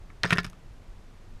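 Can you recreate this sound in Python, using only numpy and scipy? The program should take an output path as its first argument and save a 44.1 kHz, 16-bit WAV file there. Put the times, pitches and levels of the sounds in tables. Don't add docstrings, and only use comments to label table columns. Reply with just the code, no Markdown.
import sys
import numpy as np
from scipy import signal
from scipy.io import wavfile
from scipy.ndimage import uniform_filter1d

SR = 44100
rng = np.random.default_rng(int(sys.argv[2]) if len(sys.argv) > 2 else 0)


def unload_wav(signal):
    wavfile.write(
        sys.argv[1],
        SR,
        np.round(np.clip(np.atleast_2d(signal).T, -1, 1) * 32767).astype(np.int16),
    )


N = 61739


def knock(level_db, thump_db, body_db, edge_db, snap_db, fizz_db, ping_hz, ping_db, clatter_db):
    band_hz = [150, 550, 1200, 1800, 2600, 4600, 9000]
    band_db = [thump_db, body_db, 0, 0, edge_db, snap_db, fizz_db]
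    t = np.arange(SR // 3) / SR
    sound = crack_and_clatter(t, clatter_db) + amp(-6) * housing_ring(t) + amp(-2) * grip_thump(t)
    sound = colour(sound, list(zip(band_hz, band_db)))
    ping = mode(t, ping_hz, t60=0.01152) * rise(t, seconds=0.00017)
    sound += amp(ping_db) * unit(ping)
    low_cut = signal.butter(2, 87, "high", fs=SR, output="sos")
    return amp(level_db) * signal.sosfilt(low_cut, sound)


def crack_and_clatter(t, clatter_db):
    # f/Hz, relative level/dB
    shell = [(40, -24), (120, 6), (320, -4), (400, -2.5), (500, -9.5), (670, -4), (780, -11.5),
             (870, -31.5), (950, -6), (1050, -4), (1400, 2), (1850, 0), (2060, -1), (2550, -4),
             (3200, -8.5), (3600, -5.5), (4350, -16), (5150, -13), (7300, -23.5), (8500, -27),
             (9300, -28.5), (11000, -30), (15000, -44)]
    crack = unit(colour(1. * (t == 0), shell))
    decay = fade(t, t60=0.0245) + amp(-20) * fade(t, t60=0.167)
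    rattle = rng.choice([-1., 1.], len(t)) * rise(t, seconds=0.000305) * decay
    clatter = unit(colour(rattle, shell))
    return amp(-3) * crack + amp(clatter_db) * clatter


def housing_ring(t):
    pitches = [397, 432, 700, 1038, 1213, 1385, 1574, 1728, 1847, 2211, 2490, 2713, 3530, 5090]
    levels = [-11, -13.5, -25.5, -13, -5, 3, -24, 0.5, 3, 7, -13, 1.5, -15, -28.5]
    ring_times = [0.1395, 0.15, 0.26, 0.13, .07, 0.058, 0.052, 0.1004, 0.0836, 0.038, 0.0447, 0.042, 0.058,
                  0.044]
    tones = enumerate(zip(pitches, levels, ring_times))
    return unit(sum((-1) ** k * amp(db) * mode(t, hz, t60) for k, (hz, db, t60) in tones))


def grip_thump(t):
    # f/Hz, relative level/dB, t60/s
    tones = [(101.3, -12, 0.1), (129.6, 4, 0.045), (176.6, -3.5, 0.177), (217.6, -17, 0.074)]
    return unit(sum(amp(db) * mode(t, hz, t60) for hz, db, t60 in tones))


def rub(length_s, level_db, slips_per_s=2400, spread_db=0.5):
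    # f/Hz, relative level/dB
    spectrum = [(100, -5), (400, 0.5), (520, -5.5), (680, 5), (860, -5.5), (1350, 8.5), (2050, -1),
                (2600, -1.5), (4500, -7), (5150, 2.5), (5700, -11), (6600, -7), (7500, -24.5), (8500, -10),
                (9300, -23.5), (15000, -27)]
    count = int(length_s * SR)
    slips = (rng.random(N) < slips_per_s / SR) * rng.choice([-1, 1], N)
    slips = slips * amp(spread_db * rng.standard_normal(N))
    swell = np.hanning(count) ** .5
    stroke = np.pad(slips[:count] * swell, (0, SR // 20))
    return amp(level_db) * np.sqrt(count) * unit(colour(stroke, spectrum))


def leaves_and_wind():
    # f/Hz, relative level/dB
    spectrum = [(12, -20.5), (20, 3.5), (40, -6.5), (46, -4), (60, -21), (91, -14.5), (146, -21),
                (255, -27), (301, -27), (367, -29.5), (849, -35), (1000, -35.5), (6720, -51), (13500, -62),
                (16000, -86.5)]
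    # t/s, level/dB
    rumble_curve = [(0.0, -50.5), (0.03, -34.5), (0.058, -50), (0.162, -45.5), (0.288, -49), (0.416, -44),
                    (0.45, -43), (0.614, -54), (0.692, -40.5), (0.728, -46.5), (0.864, -50), (0.926, -36.5),
                    (0.954, -47.5), (1.268, -48.5), (1.358, -39), (1.4, -62)]
    noise = colour(rng.standard_normal(N + SR), spectrum, size=16384)[SR:]
    noise = amp(-45) * np.sqrt(N) * unit(noise)
    low = signal.sosfiltfilt(signal.butter(3, 65.4, fs=SR, output="sos"), noise)
    hiss = noise - low
    steady = low / np.sqrt(uniform_filter1d(low ** 2, int(.08 * SR)) + 1e-12)
    rumble_db = np.interp(np.arange(N) / SR, *np.transpose(rumble_curve))
    return hiss + steady * amp(rumble_db)


def mode(t, hz, t60):
    return fade(t, t60) * np.sin(2 * np.pi * hz * t)


def rise(t, seconds):
    return 1 - np.exp(-t / seconds)


def fade(t, t60):
    return np.exp(-np.log(1000) * t / t60)


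def colour(x, points, size=4096):
    hz, db = np.transpose(points)
    bin_hz = abs(np.fft.fftfreq(size, 1 / SR))
    log_gain = np.log(amp(np.interp(np.log(bin_hz + 1), np.log(hz), db)))
    response = np.exp(np.conj(signal.hilbert(log_gain)))
    taps = np.fft.ifft(response).real[:size // 2]
    return signal.fftconvolve(x, taps)[:len(x)]


def amp(db):
    return 10 ** (np.asarray(db) / 20)


def unit(x):
    return x / np.sqrt(np.sum(x ** 2) + 1e-20)


def add(mix, start_s, sound):
    part = mix[max(round(start_s * SR), 0):][:len(sound)]
    part += sound[:len(part)]


def scene():
    # t/s, level/dB, thump/dB, body/dB, edge/dB, snap/dB, fizz/dB,
    # ping f/Hz, ping/dB, clatter/dB; thump to fizz are relative to the clack band near 1500 Hz
    blows = [(.102, -26.5, 6, 9.5, -11, -34, -12.5, 2186, -4, 0),
             (0.234, -7, 4, 2.5, 8, 16.5, 11, 4193, -0.5, -4.5),
             (0.238, 1.5, -6.5, 7.5, -3, -12.5, -19, 1719, -5, -8),
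             (0.2452, -4, 4, 7.5, 3.5, -2, -5.5, 972, 0, -4),
             (.2525, -4.5, -13, 6, -7, -5, -8, 8290, -19, 3),
             (0.2615, -7.5, 3.5, -5, -25.5, 9.5, -4.5, 1800, -7.5, -5),
             (0.3063, -8, 3, 6, 14, 0.5, 6.5, 3640, 0, 3.5),
             (0.3069, -3, -15.5, -12.5, -11, -5.5, 1, 1519, 1.5, -1.5),
             (.3185, -11.5, 2, -14.5, -13, -5.5, -5, 2250, 1, 11.5),
             (0.3257, 8.5, 0, 5, 1, -29.5, -1, 1095, -10.5, -9.5),
             (0.3302, -2.5, 2, -5, 9.5, 10, 8, 2712, 3, -3),
             (0.3345, -10, 3.5, 0.5, -36, 7, -13.5, 9814, -9, 5),
             (0.353, -16.5, 14, -3.5, -20.5, -2.5, -1.5, 1490, -2.5, -5.5),
             (0.356, -21, 17, 23, -15, -9.5, 16, 616, -11, -4),
             (0.362, -16.5, 5, 14.5, -29, 0.5, 4, 1703, 5.5, -3.5),
             (0.3724, -17.5, 6, -23, 14, 3.5, 11.5, 1860, 10, -1.5),
             (0.3837, 8, -2.5, 0.5, -0.5, -10.5, -5, 5070, -17, -11.5),
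             (0.3883, -6, -13, 0, -4.5, 9.5, -7, 1259, -0.5, 1),
             (0.4325, -28, -7, -25.5, 3.5, 1.5, 17, 2470, -3, 0.5),
             (0.4456, -14, 9.5, 0.5, 3.5, -2, 11.5, 5354, -7, 0),
             (0.4654, -23, 19.5, -5, 4.5, 7.5, 17.5, 1416, -1, -9),
             (0.4997, -35, -6, -5.5, 4.5, 12, 28, 6455, 1.5, -10),
             (0.5317, -32, -4.5, 5.5, 6.5, 3.5, 13, 1242, 4.5, -10)]
    # t/s, length/s, level/dB
    strokes = [(0.265, 0.0264, -44), (0.284, 0.0287, -44.5), (.395, 0.0152, -43), (0.44, 0.0201, -43),
               (0.46, 0.0315, -57.5)]
    mix = leaves_and_wind()
    for start_s, *blow in blows:
        add(mix, start_s, knock(*blow))
    for start_s, *stroke in strokes:
        add(mix, start_s, rub(*stroke))
    return mix[None]


def record(dry):
    low_pass = signal.firwin(161, 15700, window=("kaiser", 9), fs=SR)
    return signal.oaconvolve(dry, low_pass[None], "same")


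dry = scene()
out = record(dry)
unload_wav(out)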